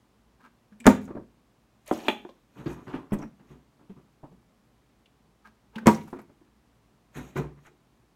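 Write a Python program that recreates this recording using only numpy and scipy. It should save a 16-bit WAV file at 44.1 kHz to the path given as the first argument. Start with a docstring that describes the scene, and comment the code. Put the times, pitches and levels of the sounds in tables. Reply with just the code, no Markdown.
"""Small room, table beside the microphone: a part-filled plastic water bottle is flipped twice.
Water gulps (throbbing tones), the base lands with overloading knocks (noise bursts and modes),
then rocks to rest as the shell ticks and crumples. Around the throws the thrower swings his arms,
slaps his hands, steps and grips the bottle; cloth, skin and carpet are grainy, filtered noise."""
import sys
import numpy as np
from scipy import signal
from scipy.fft import rfft, irfft, next_fast_len
from scipy.io import wavfile
from scipy.ndimage import uniform_filter1d

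SR = 44100
rng = np.random.default_rng(int(sys.argv[2]) if len(sys.argv) > 2 else 0)


def pcm_store(signal):
    """Save signal as 16-bit PCM."""
    levels = np.round(np.clip(np.atleast_2d(signal), -1, 1) * 32767)
    wavfile.write(sys.argv[1], SR, levels.astype(np.int16).T)


N = 359415
SIZE = 2 ** 15  # samples per single event
AGE = np.arange(SIZE) / SR  # s since the event began
TIME = np.arange(N) / SR  # s

# bottle landings: t/s, level/dB, gap between touches/s, loss per touch/dB, clack f/Hz, (unused),
# base pop f/Hz, pop level/dB, shell crack level/dB
LANDING_ROWS = [(0.867, -8.5, .0048, 3.5, 1436, 4, 535, -11.5, -28),
                (5.870, -11, 0.0072, 4, 954, 9.5, 952, -9, -28)]


def from_db(db):
    """Decibels to amplitude gain."""
    return 10 ** (np.asarray(db) / 20)


def unit(x):
    """Scale to rms 1."""
    return x / np.sqrt(np.mean(x ** 2) + 1e-20)


def at_hz(points, hz):
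    """Interpolate (f/Hz, value) points on a log-frequency axis."""
    f, value = np.transpose(points)
    return np.interp(np.log(np.maximum(hz, 1)), np.log(f), value)


def add(out, s, x):
    """Mix x into out from time s."""
    start = max(round(s * SR), 0)
    out[start:start + len(x)] += x[:N - start]


def colour(x, *spectra):
    """Minimum-phase filter through the summed dB spectra; white noise keeps its power."""
    size = 2 * next_fast_len(len(x) // 2 + 1)
    hz = np.arange(size // 2 + 1) * SR / size
    total_db = sum(at_hz(spectrum, hz) for spectrum in spectra)
    cepstrum = irfft(np.log(unit(from_db(total_db))))
    # fold the cepstrum to its causal half
    cepstrum[1:size // 2] *= 2
    cepstrum[size // 2 + 1:] = 0
    response = np.exp(rfft(cepstrum))
    return irfft(rfft(x, size) * response)[:len(x)]


def hump(hz, skirt_db):
    """Spectrum of a broad resonance whose skirts fall by skirt_db in the first octave."""
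    return [(hz / 10, 2 * skirt_db), (hz / 2, skirt_db), (hz, 0), (hz * 2, skirt_db), (hz * 10, 2 * skirt_db)]


def bands(rows):
    """Spectrum of narrow resonances from rows of f/Hz, width/Hz, level/dB."""
    f = np.geomspace(20, 20000, num=1200)
    level_db = sum(db / (1 + ((f - hz) / (width / 2)) ** 2) for hz, width, db in rows)
    return np.column_stack([f, level_db])


def dying(t60):
    """Exponential decay by 60 dB in t60 seconds (at least 1 ms)."""
    return np.exp(-np.log(1000) * AGE / max(t60, 1e-3))


def growing(rise):
    """Exponential onset with time constant rise in seconds."""
    return 1 - np.exp(-AGE / rise)


def ring(hz, t60):
    """One struck mode: a decaying sine."""
    return np.sin(2 * np.pi * hz * AGE) * dying(t60)


def flexing(hz, t60, flex):
    """A mode of a bending body: its pitch wavers by the share flex until the bending dies."""
    flex_t60_s = 0.53
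    waver = unit(uniform_filter1d(rng.standard_normal(SIZE), size=260))
    f = hz * (1 + flex * waver * dying(flex_t60_s))
    return np.sin(2 * np.pi * np.cumsum(f) / SR) * dying(t60)


def contact(t60, chatter_db, rise=0):
    """A click and dying chatter, with the energy of 10 ms at rms 1; slow contacts lose the click."""
    rise = max(rise, 1e-5)
    chatter = unit(rng.standard_normal(SIZE) * dying(t60) * growing(rise))
    force = chatter * from_db(chatter_db)
    force[0] += np.sqrt(SIZE) * np.exp(-rise / 0.0016)
    return unit(force) * np.sqrt(.01 * SR / SIZE)


def friction(grain_db):
    """Fibres catch and slip in grains of a few ms, partly shared, partly separate per band."""
    edges_hz = [0, 700, 1500, 2500, 3700, 5500, 8000, 11500, SR / 2]
    white = rfft(rng.standard_normal(SIZE))
    hz = np.arange(SIZE // 2 + 1) * SR / SIZE
    shared = unit(uniform_filter1d(rng.standard_normal(SIZE), size=120))
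    out = 0
    for low, high in zip(edges_hz, edges_hz[1:]):
        own = unit(uniform_filter1d(rng.standard_normal(SIZE), size=360))
        band = irfft(white * (hz >= low) * (hz < high))
        out = out + band * from_db(grain_db * (.5 * shared + own))
    return unit(out)


def ambience():
    """Room air (coloured noise) and appliance hum (sines of drifting phase), high-passed."""
    # room air: f/Hz, level/dB per Hz
    air_spectrum = [(15, -54), (25, -28), (30, -4.5), (43, -1.5), (64, 0.5), (82, -19.5), (108, -6),
                    (206, -4.5), (317, -9), (354, -10), (503, -14.5), (1160, -17), (1370, -21),
                    (6740, -32.5), (16000, -40)]
    # appliance hum: f/Hz, rms level before the high-pass/dB
    hum_lines = [(55, -79.5), (116, -76), (228, -79)]
    air = from_db(-65) * colour(rng.standard_normal(N), air_spectrum)
    phases = np.cumsum(rng.standard_normal((len(hum_lines), N)), axis=1) * 0.019
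    hum = sum(from_db(db) * np.sqrt(2) * np.sin(2 * np.pi * hz * TIME + phase)
              for (hz, db), phase in zip(hum_lines, phases))
    high_pass = signal.butter(8, 44, "high", fs=SR, output="sos")
    return signal.sosfilt(high_pass, air + hum)


def room(x):
    """Diffuse reflections build up in a few ms; each band has its own level and decay."""
    # reverberation: f/Hz, t60/s
    decay_points = [(100, 0.59), (300, 0.38), (1000, 0.24), (3000, 0.3), (8000, 0.22), (16000, 0.2)]
    # reverberation colour: f/Hz, level/dB
    level_points = [(100, -1.5), (400, -3.5), (1500, -0.5), (3000, 1), (8000, -1), (16000, -2.5)]
    delay_s, buildup_s = .004, 0.0097
    edges_hz = np.geomspace(60, 17000, num=9)
    tail = 0
    for low, high in zip(edges_hz, edges_hz[1:]):
        centre_hz = np.sqrt(low * high)
        band_pass = signal.butter(2, [low, high], "band", fs=SR, output="sos")
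        band = signal.sosfilt(band_pass, rng.standard_normal(SIZE))
        tail = tail + from_db(at_hz(level_points, centre_hz)) * band * dying(at_hz(decay_points, centre_hz))
    tail = unit(tail * np.clip((AGE - delay_s) / buildup_s, 0, 1)) / np.sqrt(SIZE)
    return signal.fftconvolve(x, tail)[:N]


def echoes(x):
    """Early reflections from table, walls and ceiling comb the spectrum."""
    # reflections: delay/s, level/dB
    reflections = [(.0031, -26.5), (.0068, -15), (0.011, -15), (0.016, -11.5)]
    return x + sum(from_db(db) * np.interp(TIME - delay, TIME, x, left=0) for delay, db in reflections)


def rustle(s, db, swell, fade, spectra, grain_db):
    """One stroke of cloth over cloth swells to its fastest moment at s and fades."""
    range_db = 23  # change within one swell or fade time
    lead = 2 * swell
    away = np.maximum((lead - AGE) / swell, (AGE - lead) / fade)
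    out = np.zeros(N)
    add(out, s - lead, colour(friction(grain_db), *spectra) * from_db(db - range_db * away))
    return out


def clothes():
    """Sleeves hiss in narrow bright bands; the shirt flaps dully."""
    # sleeve strokes: t of fastest moment/s, level/dB, swell/s, fade/s
    sleeve_strokes = [(1.88, -51.5, 0.022, 0.18), (1.95, -50, 0.089, 0.3), (2.111, -47, 0.088, 0.064),
                      (2.59, -62.5, 0.094, 0.097), (2.714, -55, 0.13, 0.11), (2.879, -67, 0.18, 0.19),
                      (3.51, -69, .12, 0.13), (7.165, -49.5, .035, 0.15), (7.281, -61, 0.092, 0.1),
                      (7.376, -44, 0.027, 0.063), (7.669, -60.5, 0.068, 0.029)]
    # sleeve cloth: f/Hz, level/dB per Hz
    sleeve_spectrum = [(200, -15.5), (600, 10), (1500, 1.5), (2800, -1), (3900, -6.5), (5000, -19),
                       (6800, -6), (10000, -16.5), (12000, -9), (16000, -22.5)]
    # sleeve hiss bands: f/Hz, width/Hz, level/dB
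    hiss_bands = [(1803, 120, 4.5), (2440, 90, 8.5), (3060, 200, 0), (3900, 90, 7.5), (4280, 54, 7.5),
                  (5700, 140, 12.5), (6500, 150, 10), (6900, 120, 1)]
    # shirt flaps: t of peak/s, level/dB
    shirt_flaps = [(1.986, -41.5), (2.03, -47), (2.065, -40.5), (7.68, -60.5)]
    # shirt cloth: f/Hz, level/dB per Hz
    shirt_spectrum = [(60, -30.5), (150, -12), (350, 12.5), (560, -3), (840, 5), (1500, -17.5), (3000, -13),
                      (6000, -35)]
    swell_s, fade_s = .035, 0.1  # of a flap
    sleeves = sum(rustle(*stroke, [sleeve_spectrum, bands(hiss_bands)], grain_db=2.5)
                  for stroke in sleeve_strokes)
    shirt = sum(rustle(s, db, swell_s, fade_s, [shirt_spectrum], grain_db=6.0) for s, db in shirt_flaps)
    return sleeves + shirt


def crinkles(rows):
    """A fold gives way in a clump of tiny snaps, each a short note of its own pitch."""
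    spread_octaves, ring_cycles = 0.51, 24
    out = np.zeros(N)
    for s, db, hz, length in rows:
        clump = np.zeros(N)
        count = int(np.clip(3 * length * 2000, 4, 80))
        for when, pitch, size in rng.standard_normal((count, 3)):
            note_hz = hz * 2 ** (spread_octaves * np.tanh(pitch))
            snap = from_db(2.5 * size) * ring(note_hz, ring_cycles / note_hz)
            add(clump, s + 1.8 * length * np.tanh(when * 0.62), snap)
        out += from_db(db) * unit(clump) * np.sqrt(2 * length * SR / N)
    return out


def folds():
    """Folds of the shirt snap taut in clumps of short notes."""
    # shirt folds: t/s, level/dB, f/Hz, length/s
    fold_rows = [(1.863, -60.5, 8700, 0.0023), (1.878, -47.5, 8860, 0.0016), (1.880, -60, 3290, 0.011),
                 (1.928, -54.5, 8700, 0.0078), (1.943, -52.5, 3930, 0.0051), (1.985, -64, 6170, 0.0052),
                 (2.005, -53, 3300, 0.0034), (2.04, -57, 4220, 0.0034), (2.066, -57, 4000, 0.0086),
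                 (2.295, -64.5, 3860, 0.0043), (2.557, -65.5, 1720, 0.0021), (2.595, -64, 2330, 0.014),
                 (2.666, -54, 3270, 0.0051), (2.725, -66.5, 6800, 0.0091), (2.878, -51.5, 1400, 0.0064),
                 (2.895, -67, 3580, 0.015), (2.948, -51.5, 2200, .012), (2.958, -48, 1007, 0.012),
                 (3.405, -70.5, 2044, 0.0071), (3.510, -72, 2800, 0.016), (7.175, -51.5, 1794, .018),
                 (7.372, -41, 1634, 0.009), (7.585, -66, 1640, 0.0061), (7.667, -58.5, 1690, 0.011)]
    return crinkles(fold_rows)


def steps():
    """A foot rolls down with a soft thud, scuffs the carpet and makes the boards boom."""
    # footfalls: t/s, level/dB, rise/s, board boom/dB, sole thud f/Hz
    footfalls = [(2.556, -48.5, 0.0057, -9.5, 299), (2.581, -41, 0.0092, 3.5, 242),
                 (2.657, -32, 0.0049, 5.5, 365), (2.76, -43, 0.017, -2, 242), (2.868, -32.5, 0.02, -7, 260),
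                 (2.935, -33.5, 0.0034, -8.5, 262), (3.393, -55.5, 0.003, 0.5, 250),
                 (3.498, -49, 0.011, 10, 250), (3.789, -55.5, 0.0081, -6.5, 276),
                 (3.963, -55, 0.002, 8.5, 250), (7.151, -33.5, 0.032, 7.5, 238),
                 (7.357, -29.5, 0.0026, 1.5, 398), (7.385, -44, 0.0016, 20.5, 170)]
    # foot on carpet: f/Hz, level/dB per Hz
    carpet_spectrum = [(30, -36), (70, -5.5), (140, 1), (350, 3.5), (600, -7.5), (1100, -6), (2200, -22.5),
                       (4500, -37), (7000, -42.5), (16000, -52)]
    # board modes: f/Hz, level/dB, t60/s
    board_modes = [(62, -14, .4), (143.8, 3, .15), (228, -6, .13), (375, -16, .28)]
    step_t60_s, boards_rise_s = 0.32, .012
    sole_width_hz, sole_db = 86, 6.5
    scuff_tilt = [(250, 0.014), (900, -1)]  # f/Hz, dB
    boards = sum(from_db(db) * ring(hz, t60) for hz, db, t60 in board_modes) * growing(boards_rise_s)
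    out = np.zeros(N)
    for s, db, rise, boom_db, sole_hz in footfalls:
        sole = bands([(sole_hz, sole_width_hz, sole_db)])
        scuff = colour(friction(grain_db=2.5) * dying(step_t60_s), carpet_spectrum, sole, scuff_tilt)
        add(out, s, from_db(db) * (scuff + from_db(boom_db) * boards) * growing(rise))
    return out


def hand_blows(rows, thud_db, rise, t60, hollow_t60):
    """A smack and the ring of air squeezed between fingers; a low hollow note starts slightly later."""
    # squeezed air: f/Hz, level/dB, t60/s
    snap_modes = [(835, -5.5, 0.22), (1060, -6, 0.034), (1533, -9, 0.04), (1987, -2.5, .035),
                  (2281, 3, 0.025), (2860, 9, 0.016), (3253, 4, 0.046), (4310, -19.5, 0.036)]
    snap_flex = .06  # the finger gap narrows unevenly
    clap_hz, clap_db, clap_t60_s, clap_rise_s = 208, -4, .14, 0.0058
    overtone_ratio, overtone_db = 2, -10
    hollow_delay_s = 0.0018  # the low hollow note starts slightly after the smack
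    snap = sum(from_db(db) * flexing(hz, decay, snap_flex) * (-1) ** k
               for k, (hz, db, decay) in enumerate(snap_modes))
    snap = snap + from_db(clap_db) * ring(clap_hz, clap_t60_s) * growing(clap_rise_s)
    onset = growing(rise)
    out = np.zeros(N)
    for s, db, hollow_hz, hollow_db, smack_db, snap_db, hiss_db in rows:
        tone = [(50, thud_db), (150, -20.0), (230, 12.0), (500, 1), (900, smack_db),
                (1700, (smack_db + snap_db) / 2 - 4.5), (2700, snap_db), (3500, snap_db - 8.0),
                (5100, hiss_db), (8000, hiss_db), (16000, hiss_db - 6.0)]
        smack = colour(contact(t60, chatter_db=6.5, rise=rise), tone)
        overtone = from_db(overtone_db) * ring(overtone_ratio * hollow_hz, hollow_t60)
        hollow = ring(hollow_hz, hollow_t60) + overtone
        add(out, s, from_db(db) * (smack + from_db(snap_db) * snap * onset))
        add(out, s + hollow_delay_s, from_db(db + hollow_db) * hollow * onset)
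    return out


def slaps():
    """Hands slap together or on cloth: fast onset, short chatter."""
    # slaps: t/s, level/dB, hollow f/Hz, hollow/dB, smack near 900 Hz/dB, snap near 3 kHz/dB,
    # hiss above 5 kHz/dB
    slap_rows = [(1.9115, -20, 305.6, 6, 3, -30.5, -48), (2.083, -20.5, 343, 3.5, 1, -3, -30.5),
                 (2.249, -50, 353, 17, 13.5, -11.5, -46), (2.290, -56, 524, 13.5, 6, -18, -29)]
    return hand_blows(slap_rows, thud_db=-29, rise=0.00099, t60=0.021, hollow_t60=0.055)


def grips():
    """The hand grips and shifts the bottle: slower onset, longer chatter, more low thud."""
    # grips: t/s, level/dB, hollow f/Hz, hollow/dB, smack near 900 Hz/dB, snap near 3 kHz/dB,
    # hiss above 5 kHz/dB
    grip_rows = [(3.119, -29, 152.6, 9.5, -7, -23, -45), (3.188, -39, 250, 3, -4, -25, -40),
                 (3.220, -43.5, 289, 9.5, -2, -40, -37), (3.893, -52.5, 199, 20.5, -2.5, -17, -32),
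                 (4.229, -46, 142.4, 9, 3.5, -32, -44.5), (4.312, -55, 182.4, 9.5, -11, -23.5, -37)]
    return hand_blows(grip_rows, thud_db=8.5, rise=0.0073, t60=0.13, hollow_t60=0.1)


def rubs():
    """Fingertips stick and slip on the shell in short, thin squeaks."""
    # rubs: t/s, level/dB, f/Hz, length/s
    rub_rows = [(3.118, -62.5, 5630, 0.0058), (3.138, -58, 5900, 0.0069), (3.231, -59, 5660, 0.012)]
    peak_db = 15
    out = np.zeros(N)
    for s, db, hz, length in rub_rows:
        peak = [(hz / 1.17, 0), (hz, peak_db), (hz * 1.1, 0)]
        squeak = colour(friction(grain_db=9.5), hump(hz, skirt_db=-7.0), peak)
        add(out, s - 3 * length, from_db(db) * squeak * np.exp(-(AGE / length - 3) ** 2 / 2))
    return out


def crumples():
    """The shell crumples under the fingers or as it settles, in clumps of short notes."""
    # crumples: t/s, level/dB, f/Hz, length/s
    crumple_rows = [(1.175, -53, 1195, .007), (3.116, -52, 1500, .007), (3.138, -40.5, 1400, .0036),
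                    (3.231, -45, 1015, .007), (3.232, -49, 1800, .0063), (6.015, -56, 3000, .004),
                    (6.078, -50, 1100, .004), (6.136, -45.5, 994, .005), (6.187, -59, 1800, .012)]
    return crinkles(crumple_rows)


def swills():
    """Water runs along the thrown bottle: a short rush of splashes coloured by its cavity."""
    # swills: t/s, level/dB, f/Hz, length/s
    swill_rows = [(0.413, -61.5, 1040, 0.0092), (0.452, -57, 1240, 0.014), (5.467, -51.5, 1254, 0.011),
                  (5.775, -52.5, 878, 0.021)]
    # bottle cavity: f/Hz, width/Hz, level/dB
    cavity_bands = [(450, 84, 19), (876, 100, 8.5), (1280, 110, 7), (1600, 120, 11.5), (2288, 250, 8.5),
                    (2820, 120, 6)]
    splashes_per_s = 2500
    out = np.zeros(N)
    for s, db, hz, length in swill_rows:
        splashes = unit(rng.standard_normal(SIZE) * (rng.random(SIZE) < splashes_per_s / SR))
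        lead = min(s, 3 * length)
        rush = colour(splashes, hump(hz, skirt_db=-17.0), bands(cavity_bands))
        add(out, s - lead, from_db(db) * rush * np.exp(-((AGE - lead) / length) ** 2 / 2))
    return out


def churning():
    """Small splashes strike the shell from inside and fade as the water calms."""
    # churns: t/s, level/dB, rise/s, t60/s
    churn_rows = [(.872, -31, 0.0036, 0.19), (1.009, -52, .012, 0.2), (5.876, -36.5, .004, 0.29),
                  (5.994, -59.5, 0.015, 0.59), (6.074, -57, .002, .25)]
    # splashes on the shell: f/Hz, level/dB per Hz
    churn_spectrum = [(200, -14.5), (500, 4), (1100, 6), (2400, 1.5), (4500, -7.5), (6400, -2.5),
                      (9000, -6.5), (11500, -6), (16000, -12.5)]
    drops_per_s = 2000
    out = np.zeros(N)
    for s, db, rise, t60 in churn_rows:
        drops = rng.standard_normal(SIZE) * (rng.random(SIZE) < drops_per_s / SR)
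        patter = unit(unit(drops) + friction(grain_db=4.0))
        add(out, s, from_db(db) * colour(patter * dying(t60) * growing(rise), churn_spectrum))
    return out


def gulps():
    """Water bounces on trapped air: wavering throbs with splashes; violent ones die soonest."""
    # gulps: t/s, f/Hz, level/dB, rise/s
    gulp_rows = [(.43, 233.9, -53.5, 0.0052), (0.719, 209, -45, 0.002), (0.8, 237, -40, 0.0084),
                 (.869, 250.1, 5.5, 0.0072), (.87, 207, 0, 0.0041), (.926, 238.7, -26, 0.0033),
                 (1.081, 251, -38, 0.0049), (1.153, 245, -37.5, 0.0037), (1.196, 225.5, -46.5, 0.0018),
                 (3.12, 201, -15, 0.0022), (3.241, 225, -33.5, 0.0032), (5.451, 213, -54, 0.0042),
                 (5.761, 217.6, -27.5, 0.0018), (5.810, 216.5, -22.5, 0.024), (5.871, 215.4, 0.5, 0.0037),
                 (6.133, 260.7, -38, 0.0036), (6.164, 214.7, -41.5, 0.0035)]
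    t60_at_0_db_s, doubling_db = .115, 36.5  # t60 doubles per this much drop in level
    splash_hz, splash_db = 410, -18.5
    out = np.zeros(N)
    for s, hz, db, rise in gulp_rows:
        waver = unit(uniform_filter1d(rng.standard_normal(SIZE), size=400))
        throb = np.sin(2 * np.pi * np.cumsum(hz * (1 + 0.042 * waver)) / SR)
        # noise bursts on the positive half of each throb
        bursts = unit(rng.standard_normal(SIZE) * np.maximum(throb, 0) ** 2)
        splash = colour(bursts, hump(splash_hz, skirt_db=-12.5), [(1500, -0.5), (6000, -19)])
        t60 = t60_at_0_db_s * 2 ** (-db / doubling_db)
        gulp = (throb + from_db(splash_db) * splash) * dying(t60) * growing(rise)
        add(out, s, from_db(db) * gulp)
    return out


def tick(db, hz, t60):
    """One small snap of thin plastic, and the note of the panel that snaps."""
    ring_db, ring_rise_s = 4.5, 0.00073
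    snap = colour(contact(t60, chatter_db=8.0, rise=t60 / 10), hump(hz, skirt_db=-21.5))
    return from_db(db) * (snap + from_db(ring_db) * ring(hz, t60) * growing(ring_rise_s))


def ticks():
    """The thin shell snaps under water or hand, and cracks just before each landing's weight."""
    # shell ticks: t/s, level/dB, f/Hz
    tick_rows = [(.724, -65.5, 1573), (1.052, -62.5, 6730), (1.066, -73, 6500), (0.802, -52.5, 2400),
                 (0.8, -56, 7800), (0.842, -43.5, 1620), (3.129, -53, 8900), (3.136, -53.5, 8200),
                 (3.137, -56, 13000), (3.186, -58.5, 6400), (5.057, -63.5, 2800), (5.756, -44.5, 2728),
                 (5.781, -39.5, 1537), (5.946, -48, 5800), (6.077, -71, 11500), (6.215, -69.5, 11700)]
    tick_t60_s = 0.036
    crack_hz, crack_t60_s, crack_lead_s = 7140, .005, 0.00073
    out = np.zeros(N)
    for s, db, hz in tick_rows:
        add(out, s, tick(db, hz, tick_t60_s))
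    for s, *_, crack_db in LANDING_ROWS:
        add(out, s - crack_lead_s, tick(crack_db, crack_hz, crack_t60_s))
    return out


def knock(db, clack_hz, crack_db, rise, t60):
    """One touch of the ribbed base on the table; it rings the wavering modes with new strengths."""
    # contact noise: f/Hz, level/dB per Hz
    contact_spectrum = [(30, -8), (60, -13.5), (100, -1), (170, 0), (330, 5.5), (520, -3), (800, -7.5),
                        (1200, -5), (2200, -11.5), (3200, -22), (4600, -24), (7600, -25), (10000, -28.5),
                        (16000, -35)]
    # bottle and table-top modes: f/Hz, level/dB, t60/s
    body_modes = [(97, -19, 0.073), (137, -14, 0.25), (346, -4, 0.15), (408, -9, 0.08), (565, -10, 0.03),
                  (641, -3, 0.04), (795, -11.5, 0.19), (928, -2.5, 0.16), (1043, -6, 0.12),
                  (1129, -7, 0.11), (1275, -15, 0.05), (1420, -14.5, 0.032), (1568, -14, 0.031),
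                  (1670, -13, 0.031), (1990, -13.5, 0.04)]
    flex = 0.046  # share by which modes waver
    clack_db, clack_t60_s = -3.5, .022  # note of the rib that hits
    modes_db, spread_db = -9.0, 5.5
    edge = [(clack_hz * 1.2, 0), (5500, crack_db)]
    blow = colour(contact(t60, chatter_db=6.0, rise=rise), contact_spectrum, edge)
    modes = 0
    for k, (hz, mode_db, decay) in enumerate(body_modes):
        level_db = mode_db + at_hz(edge, hz) + rng.normal(0, spread_db)
        modes = modes + from_db(level_db) * flexing(hz, decay, flex) * (-1) ** k
    clack = from_db(clack_db) * flexing(clack_hz, clack_t60_s, flex)
    return from_db(db) * (blow + (from_db(modes_db) * modes + clack) * growing(rise))


def rocking():
    """The bottle tips and settles on its base with soft, low knocks."""
    # rocks: t/s, level/dB, clack f/Hz, crack above 5 kHz/dB
    rock_rows = [(1.078, -37.5, 467, -23), (1.105, -37.5, 516, -25), (1.151, -36, 312.7, -31),
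                 (1.167, -31, 436, -48), (1.198, -41.5, 380, -39), (6.129, -32.5, 403, -24),
                 (6.16, -42.5, 329, -15.5), (6.189, -44.5, 455, -4), (6.295, -52, 424, -20.5),
                 (6.414, -56.5, 350.2, -27)]
    out = np.zeros(N)
    for s, db, hz, crack_db in rock_rows:
        add(out, s, knock(db, hz, crack_db, rise=0.00075, t60=0.11))
    return out


def landings():
    """A weak knock swells just before the hit; the base buckles in ever weaker touches and pops back."""
    lead_in_s, lead_in_db, pop_t60_s = 0.012, -20, 0.1
    touches, first_t60_s, chatter_growth = 3, 0.041, 1.3  # t60 grows by this factor per touch
    out = np.zeros(N)
    for s, db, gap, loss_db, clack_hz, _, pop_hz, pop_db, _ in LANDING_ROWS:
        add(out, s + gap, from_db(pop_db) * ring(pop_hz, pop_t60_s))
        lead_in = knock(lead_in_db, clack_hz, crack_db=-13, rise=0.029, t60=0.035)
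        add(out, s - lead_in_s, lead_in)
        for k in range(touches):
            t60 = first_t60_s * chatter_growth ** k
            touch = knock(db - k * loss_db, clack_hz, crack_db=-5, rise=0.00017, t60=t60)
            add(out, s + k * gap, touch)
    return out


def scene():
    """The bottle is close and fairly dry; hands and moves get early echoes; all excite the room."""
    moves = steps() + clothes() + folds() + swills()
    hands = slaps() + grips()
    throb = gulps()
    bottle = landings() + rocking() + ticks() + churning() + rubs() + crumples()
    sends = (from_db(-14.5) * bottle + from_db(-20.0) * throb
             + from_db(-11.0) * hands + from_db(-12.5) * moves)
    thrower = from_db(2.5) * echoes(hands + moves)
    return (bottle + throb + thrower + room(sends) + ambience())[None]


def record(dry):
    """The microphone overloads smoothly towards a ceiling, then a steep low-pass cuts the top."""
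    ceiling, cutoff_hz = .7, 15900
    clipped = dry / (1 + (dry / ceiling) ** 6) ** (1 / 6)
    low_pass = signal.ellip(10, .1, 80, cutoff_hz, fs=SR, output="sos")
    return signal.sosfilt(low_pass, clipped)


dry = scene()
out = record(dry)
pcm_store(out)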